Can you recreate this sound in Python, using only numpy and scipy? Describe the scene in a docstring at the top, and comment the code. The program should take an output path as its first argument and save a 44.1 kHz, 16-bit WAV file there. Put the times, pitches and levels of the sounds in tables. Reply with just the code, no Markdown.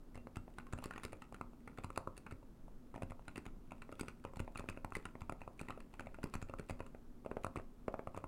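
"""Fast typing on a mechanical keyboard on a desk mat, the microphone close by in a small, quiet room.
Soft air noise and a faint computer hum are there from the start; two switch springs ping in the first keys.
Then, stroke after stroke, a fingertip ticks on a cap, the stem scrapes down, thumps the case and snaps in
the switch; loose caps rattle, keys spring back, the desk rings on and the space bar falls between words.
After seven seconds comes a run of hollow knocks from the long keys, then a few last letters."""
import sys
import numpy as np
from scipy import signal
from scipy.fft import rfft, irfft
from scipy.io import wavfile

SR = 44100
rng = np.random.default_rng(int(sys.argv[2]) if len(sys.argv) > 2 else 0)


def output_pcm(signal):
    """Save a mono or channel-first signal as 16-bit PCM at the path in sys.argv[1].

    Samples are clipped to [-1, 1] before scaling.
    """
    pcm = np.clip(np.atleast_2d(signal).T, -1, 1) * 32767
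    wavfile.write(sys.argv[1], SR, np.round(pcm).astype(np.int16))


N = 364707
HIT = 2048  # samples in one contact
HIT_HZ = np.arange(HIT // 2 + 1) * SR / HIT
STOP_S = 0.000606  # typical time from the first touch of the stop to the full blow
SWITCH_HZ, SWITCH_SPREAD_OCTAVES = 9586, (0.021, 0.19)  # a switch's two thin rings: steady, wayward


def undb(db):
    """Decibels to gain."""
    return 10 ** (np.asarray(db) / 20)


def curve(points, hz, column=1):
    """One dB column of a spectrum, joined by straight lines on a log-frequency axis."""
    columns = np.transpose(points)
    return np.interp(np.log(hz + 1), np.log(columns[0]), columns[column])


def shelf(hz, edge_hz):
    """Share from 0 well below the edge to 1 well above it."""
    return 1 - 1 / (1 + (hz / edge_hz) ** 4)


def resonance(hz, centre_hz, octaves):
    """A peak of height 1."""
    return 1 / (1 + (np.log2((hz + 1) / centre_hz) / octaves) ** 2)


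def decay(t, t60):
    """A fall of 60 dB every t60 seconds."""
    return np.exp(-np.log(1000) * t / t60)


def causal(db):
    """Spectrum of the most sudden impulse that has these levels."""
    cepstrum = irfft(db * np.log(10) / 20)
    half = len(cepstrum) // 2
    cepstrum[1:half] *= 2
    cepstrum[half + 1:] = 0
    return np.exp(rfft(cepstrum))


def burst(t60, rise_s, size=HIT):
    """Spectrum of a noise of unit energy that swells briefly and dies."""
    t = np.arange(size) / SR
    noise = rng.standard_normal(size) * (1 - np.exp(-t / rise_s)) * decay(t, t60)
    return rfft(noise / np.sqrt(np.sum(noise ** 2)))


def walk(rate_hz):
    """A slow random drift around zero."""
    steps = rng.standard_normal(int(N / SR * rate_hz) + 2)
    return np.interp(np.arange(N) / SR * rate_hz, np.arange(len(steps)), steps)


def add(track, s, sound):
    """Mix a sound into the track at a time."""
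    start = int(np.clip(s * SR, 0, N - 1))
    track[start:start + len(sound)] += sound[:N - start]


# spectrum of the room tone: frequency_hz, relative_db
ROOM_TONE = [(20, 8.5), (80, -14), (260, -11), (600, -26.5), (1350, -33.5), (1800, -40.5), (4000, -47),
             (15000, -51)]


def room_tone(level_db):
    """Room air, fans and microphone hiss make one soft, steady noise."""
    colour = undb(curve(ROOM_TONE, np.arange(N // 2 + 1) * SR / N))
    air = irfft(rfft(rng.standard_normal(N)) * colour, N)
    return air / np.std(air) * undb(level_db)


# the computer's tone at the microphone: pitch_hz, level_db
COMPUTER_HUM = [(241, -68)]


def computer(waver):
    """The computer hums faintly, unsteady in pitch and level."""
    track = np.zeros(N)
    for hz, db in COMPUTER_HUM:
        phase = 2 * np.pi * hz * np.arange(N) / SR + 2 * waver * walk(rate_hz=23)
        track += undb(db) * np.sqrt(2) * (1 + waver * walk(rate_hz=14)) * np.sin(phase)
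    return track


def room(x, low_db=-4.5, high_db=-9.5, low_t60=0.26, high_t60=0.22):
    """A short diffuse tail from the nearby screen, desk and walls; the treble dies sooner."""
    size, build_up_s = SR // 2, 0.00032
    high = shelf(np.arange(size // 2 + 1) * SR / size, edge_hz=1390)
    bass = (1 - high) * undb(low_db) * burst(low_t60, build_up_s, size)
    treble = high * undb(high_db) * burst(high_t60, build_up_s, size)
    # the small room holds little deep bass and swallows the top
    walls = signal.butter(1, [153, 7600], "band", fs=SR, output="sos")
    return signal.fftconvolve(x, signal.sosfilt(walls, irfft(bass + treble)))[:N]


# modes of the desk and the case: pitch_hz, gain_db, t60_s
DESK_MODES = [(26.6, 24, 0.6), (92.3, 14, 0.078), (175.7, 3.5, 0.069), (247, 1.5, 0.12),
              (533.5, 0.5, 0.051)]


def desk(blows):
    """The blows keep the case and the desk ringing at their low modes."""
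    t = np.arange(SR // 2) / SR
    ring = 0
    for hz, db, t60 in DESK_MODES:
        damping = np.log(1000) / t60
        ring += undb(db) * 2 * damping / SR * decay(t, t60) * np.cos(2 * np.pi * hz * t)
    return signal.fftconvolve(blows, ring)[:N]


# pings of a switch spring: start_s
SPRING_PINGS = [0.176, 0.37]


def springs(level_db, ring_hz, t60):
    """The spring in a switch sings on briefly after its key is struck."""
    track = np.zeros(N)
    t = np.arange(SR // 2) / SR
    for s in SPRING_PINGS:
        add(track, s, undb(level_db) * np.sin(2 * np.pi * ring_hz * t) * decay(t, t60))
    return track


# what the keyboard radiates for each kind of contact: frequency_hz, press_db, clack_db, tap_db
BOARD_SPECTRA = [(244, 1.5, -1, 2.5), (690, -18.5, -1, -10), (1384, -15, -5, -6.5),
                 (1620, -22.5, -19, -14.5), (2703, -19, -11, -9.5), (3050, -36, -26.5, -19),
                 (4720, -32.5, -25.5, -19.5), (5450, -40, -30, -26.5), (7340, -35.5, -22, -19),
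                 (8240, -30.5, -24, -22), (9570, -44.5, -29, -27), (16800, -49, -38, -34.5)]
PRESS, CLACK, TAP = 1, 2, 3


def contact(body_db, snap_db, cap_hz, chatter_db, chatter_t60, kind, ping_db=0):
    """One plastic contact: a first touch, a knock, a ragged snap, then chatter."""
    hz = HIT_HZ
    high = shelf(hz, edge_hz=2640)
    # the cap colours the knock broadly; a nail also brings out its narrow ping
    cap = 8 * resonance(hz, cap_hz, octaves=0.57) + ping_db * resonance(hz, cap_hz, octaves=0.05)
    rings_hz = [SWITCH_HZ * 2 ** (spread * rng.standard_normal()) for spread in SWITCH_SPREAD_OCTAVES]
    switch = sum(11 * resonance(hz, ring_hz, octaves=0.029) for ring_hz in rings_hz)
    db = curve(BOARD_SPECTRA, hz, kind) + cap + switch + (1 - high) * body_db + high * snap_db
    ragged = shelf(hz, edge_hz=1730)
    snap = np.sqrt(ragged) * burst(t60=0.0081, rise_s=0.00047)
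    chatter = undb(chatter_db) * shelf(hz, edge_hz=271) * burst(chatter_t60, rise_s=0.00061)
    # one edge of the stem touches just before the full blow
    first_touch = 0.32 * shelf(hz, edge_hz=940)
    blow = np.exp(-2j * np.pi * hz * STOP_S * rng.uniform(0.481, 2.015))
    # bending waves in the plate carry the treble faster than the bass
    dispersion = np.exp(-1j * 0.17 * np.sqrt(hz))
    return -irfft(causal(db) * dispersion * (first_touch + blow) * (1 - ragged + snap + chatter))


def strokes(table, gain_db, snap_db, cap_hz, chatter_db, chatter_t60, kind):
    """A run of contacts on one kind of key; the glancing, snappy ones chatter more."""
    track = np.zeros(N)
    for (s, db, bright_db), detune in zip(table, rng.standard_normal(len(table))):
        body_db, edge_db = db + gain_db, bright_db + snap_db
        glancing_db = 3 * np.tanh(edge_db / 10)
        own_hz = cap_hz * 2 ** (0.05 * detune)  # no two caps ring quite alike
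        hit = contact(body_db, body_db + edge_db, own_hz, chatter_db + glancing_db, chatter_t60, kind)
        add(track, s, hit)
    return track


def plain(table):
    """Rows of time and level, all given one brightness."""
    return [(s, db, 0) for s, db in table]


def rattles(table, gain_db, snap_db, gap_s, fall_db, count):
    """Uneven, fading ticks of loose caps: after the blow, or back from it for a negative gap."""
    track = np.zeros(N)
    for s, db, bright_db in table:
        delays = np.cumsum(gap_s * rng.uniform(0.45, 1.5, count))
        for k, (delay, detune) in enumerate(zip(delays, rng.standard_normal(count))):
            body_db = db + gain_db - k * fall_db
            tick = contact(body_db, body_db + bright_db + snap_db, cap_hz=1750 * 2 ** (0.35 * detune),
                           chatter_db=0.5, chatter_t60=0.012, kind=TAP)
            add(track, s + delay, tick)
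    return track


def fingertips(table, gain_db, snap_db):
    """A fingertip meets the cap just ahead of each press."""
    track = np.zeros(N)
    for (s, db, bright_db), travel_s in zip(table, rng.uniform(0.0071, 0.012, len(table))):
        touch = contact(db + gain_db, db + bright_db + snap_db, cap_hz=1750,
                        chatter_db=7.5, chatter_t60=0.02, kind=TAP)
        add(track, s - travel_s, touch)
    return track


def stem_scrapes(table, gain_db, rasp_db, rise_t60):
    """The stem scrapes down its switch, swelling until it lands."""
    track = np.zeros(N)
    rasp = undb(rasp_db) * resonance(HIT_HZ, centre_hz=2320, octaves=0.55)
    for (s, db, bright_db), detune in zip(table, rng.standard_normal(len(table))):
        ring = resonance(HIT_HZ, SWITCH_HZ * 2 ** (SWITCH_SPREAD_OCTAVES[0] * detune), octaves=0.036)
        scrape = irfft((rasp + ring) * burst(rise_t60, STOP_S))[::-1]
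        add(track, s + STOP_S - HIT / SR, undb(db + bright_db + gain_db) * scrape)
    return track


def case_thuds(table, gain_db, thud_hz, t60):
    """The weight of the finger follows through and makes the case dip on its mat."""
    track = np.zeros(N)
    t = np.arange(SR // 5) / SR
    for (s, db, _), detune in zip(table, rng.standard_normal(len(table))):
        swing = np.sin(2 * np.pi * thud_hz * 2 ** (0.14 * detune) * t) * decay(t, t60)
        add(track, s, -undb(db + gain_db) * swing)
    return track


# faint clacks of keys springing back: start_s, relative_db
DULL_RELEASES = [(0.825, -42.5), (1.533, -52.5), (2.428, -50.5), (2.68, -49), (3.119, -39), (3.193, -47),
                 (4.032, -41), (4.335, -43), (4.605, -40), (5.697, -37.5), (6.255, -47), (7.248, -43),
                 (7.585, -41), (8.145, -38)]


def dull_releases():
    """A key springs back with a faint, dull clack."""
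    return strokes(plain(DULL_RELEASES), gain_db=23, snap_db=-7, cap_hz=1000,
                   chatter_db=-6, chatter_t60=0.031, kind=CLACK)


# nails and fingertips landing on caps: start_s, relative_db, brightness_db, ping_hz
NAIL_TAPS = [(0.583, -36.5, -21, 1480), (0.667, -47, -22, 1080), (0.839, -41.5, -6, 1100),
             (0.908, -38.5, -22, 1420), (0.935, -45, -18, 1470), (0.959, -41, -24, 1880),
             (0.978, -40, -17, 1500), (1.033, -44.5, -8, 1380), (1.219, -43.5, -15, 1296),
             (1.343, -44.5, -15.5, 1380), (1.675, -40, -22.5, 1430), (1.959, -44.5, -13, 1260),
             (2.264, -37.5, -29, 2550), (2.309, -47.5, -15, 1340), (3.28, -37.5, -22, 1440),
             (3.357, -39.5, -18.5, 2100), (3.819, -41.5, -21.5, 2000), (3.994, -40.5, -11.5, 1270),
             (4.082, -37, -16, 1470), (4.573, -47, -7, 2350), (4.687, -33, -26.5, 2500),
             (4.951, -37.5, -11.5, 2030), (5.053, -34, -20.5, 1430), (5.593, -47, -12, 2470),
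             (5.684, -38.5, -22, 1870), (5.704, -35, -24.5, 2800), (5.802, -47.5, -15.5, 1710),
             (5.938, -45.5, -19, 1220), (5.994, -37.5, -20, 1470), (6.143, -44, -22, 1410),
             (6.338, -35, -16.5, 1273), (6.863, -51, -14, 1390), (7.434, -49.5, -9, 2570),
             (7.564, -37.5, -29, 1990)]


def nails(gain_db, snap_db):
    """A nail skitters on a cap, which pings at its own pitch."""
    track = np.zeros(N)
    for s, db, bright_db, ping_hz in NAIL_TAPS:
        tap = contact(db + gain_db, db + bright_db + snap_db, ping_hz,
                      chatter_db=3.5, chatter_t60=0.017, kind=TAP, ping_db=7)
        add(track, s, tap)
    return track


# letter keys let go: start_s, relative_db, brightness_db
RELEASES = [(0.27, -39.5, -30), (1.324, -41.5, -25), (1.411, -33, -27), (1.902, -39.5, -23),
            (1.975, -29, -15), (2.073, -31.5, -32), (2.941, -40.5, -30), (3.02, -36, -23),
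            (4.846, -30.5, -24.5), (4.921, -37, -30), (5.295, -32, -23.5), (5.322, -34, -23.5),
            (5.476, -38, -34), (6.537, -36, -29.5), (7.445, -29, -21.5), (7.465, -32, -27),
            (7.558, -33, -27), (8.072, -30.5, -36), (8.24, -33.5, -33)]


def released_keys():
    """A key springs back against its stop."""
    return strokes(RELEASES, gain_db=24.5, snap_db=21, cap_hz=1210,
                   chatter_db=-2, chatter_t60=0.0084, kind=CLACK)


# strokes on long keys, such as backspace: start_s, relative_db
LONG_KEYS = [(0.478, -43.5), (2.977, -38.5), (3.891, -40), (4.477, -36), (4.64, -41), (5.153, -36),
             (5.775, -39), (6.186, -39.5), (6.947, -39), (7.261, -31), (7.313, -30), (7.368, -29),
             (7.597, -36), (7.88, -25), (7.94, -28.5), (7.992, -32)]


def long_keys():
    """A long key knocks hollowly, and the steadying wire under it clacks along."""
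    rows = plain(LONG_KEYS)
    hollow = strokes(rows, gain_db=23, snap_db=-26, cap_hz=537,
                     chatter_db=-3, chatter_t60=0.0092, kind=CLACK)
    wires = strokes(rows, gain_db=19.5, snap_db=-15.5, cap_hz=1780,
                    chatter_db=-10, chatter_t60=0.062, kind=TAP)
    return hollow, wires


# light strokes on letter keys: start_s, relative_db, brightness_db
LIGHT_KEYS = [(0.175, -47, -23), (0.786, -44.5, -20), (1.129, -43, -17.5), (1.784, -41, -20.5),
              (2.959, -43, -23.5), (3.463, -40.5, -19), (3.718, -43.5, -20.5), (3.924, -47, -16.5),
              (4.249, -39.5, -23), (4.556, -41.5, -24.5), (4.772, -44, -28), (5.416, -45.5, -21),
              (6.005, -49.5, -13.5), (6.069, -44.5, -25), (6.495, -41.5, -26), (6.695, -44, -13),
              (6.803, -38, -26), (8.174, -40.5, -17)]


def light_keys():
    """A lightly struck key gives a high clack of its cap."""
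    return strokes(LIGHT_KEYS, gain_db=27.5, snap_db=14, cap_hz=2730,
                   chatter_db=5, chatter_t60=0.011, kind=CLACK)


# strokes on the space bar: start_s, relative_db, brightness_db
SPACES = [(0.857, -38.5, -21), (1.049, -36, -15), (2.176, -48.5, -10), (3.377, -39.5, -19),
          (4.009, -38.5, -13), (4.594, -37, -21), (4.966, -37, -19), (5.612, -38.5, -19.5),
          (6.239, -33.5, -19.5), (6.595, -38, -22)]


def space_bar():
    """The thumb brings the bar down with a low knock."""
    return strokes(SPACES, gain_db=34, snap_db=24, cap_hz=380,
                   chatter_db=2, chatter_t60=0.012, kind=PRESS)


# full strokes on letter keys: start_s, relative_db, brightness_db
PRESSES = [(0.154, -45.5, -16.5), (0.368, -36.5, -18.5), (0.733, -34.5, -18.5), (1.843, -36, -18.5),
           (2.322, -40.5, -24), (3.031, -37, -21.5), (3.106, -43.5, -20), (4.369, -41.5, -17.5),
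           (4.401, -32.5, -19.5), (4.697, -40.5, -11), (5.217, -39.5, -20.5), (6.352, -37, -14.5),
           (6.424, -38, -18), (6.707, -36.5, -18.5), (7.572, -38.5, -23.5), (8.164, -46, -33)]


def pressed_keys():
    """A letter key bottoms out and thumps the case."""
    return strokes(PRESSES, gain_db=31, snap_db=22.5, cap_hz=830,
                   chatter_db=1.5, chatter_t60=0.0094, kind=PRESS)


def scene():
    """The keyboard close to one microphone, with the desk under it and the room behind."""
    spaces, presses, light = space_bar(), pressed_keys(), light_keys()
    releases = released_keys() + dull_releases()
    hollow, wires = long_keys()
    taps = nails(gain_db=25, snap_db=38.5)
    touches = fingertips(np.concatenate([SPACES, PRESSES, LIGHT_KEYS]), gain_db=14, snap_db=31)
    glancing = np.concatenate([LIGHT_KEYS, np.array(NAIL_TAPS)[:, :3]])
    loose = rattles(np.concatenate([SPACES, glancing]), gain_db=15, snap_db=7.5,
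                    gap_s=0.015, fall_db=5.5, count=3)
    # fingers graze other caps on their way to a key
    loose += rattles(glancing, gain_db=2, snap_db=20.5, gap_s=-0.035, fall_db=2.5, count=2)
    downstrokes = np.concatenate([SPACES, PRESSES, glancing])
    scrapes = stem_scrapes(downstrokes, gain_db=9.5, rasp_db=9.5, rise_t60=0.09)
    thuds = case_thuds(PRESSES, gain_db=-4.5, thud_hz=106.3, t60=0.04)
    thuds += case_thuds(SPACES, gain_db=-2, thud_hz=159, t60=0.045)
    blows = (undb(-12) * spaces + undb(-0.5) * presses + undb(4) * light
             + undb(-1) * releases + undb(-21) * hollow + undb(-8.5) * taps)
    ringing = [presses + thuds + desk(blows), light + wires + scrapes, taps, touches + loose]
    # long keys and keys that spring back are damped at once and stir the room less
    damped = [spaces, releases, hollow]
    # each part of the board reaches the walls by its own paths
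    echo = sum(room(part) for part in ringing) + undb(-2.5) * sum(room(part) for part in damped)
    pings = springs(level_db=-64.5, ring_hz=2733, t60=0.17)
    background = room_tone(level_db=-52) + computer(waver=0.6)
    return (background + echo + pings + sum(ringing + damped))[None]


def record(dry):
    """The microphone drops the deepest rumble, and the top is cut."""
    sound = signal.sosfilt(signal.butter(1, 14, "high", fs=SR, output="sos"), dry)
    return signal.sosfilt(signal.ellip(10, 0.2, 70, 15900, fs=SR, output="sos"), sound)


dry = scene()
out = record(dry)
output_pcm(out)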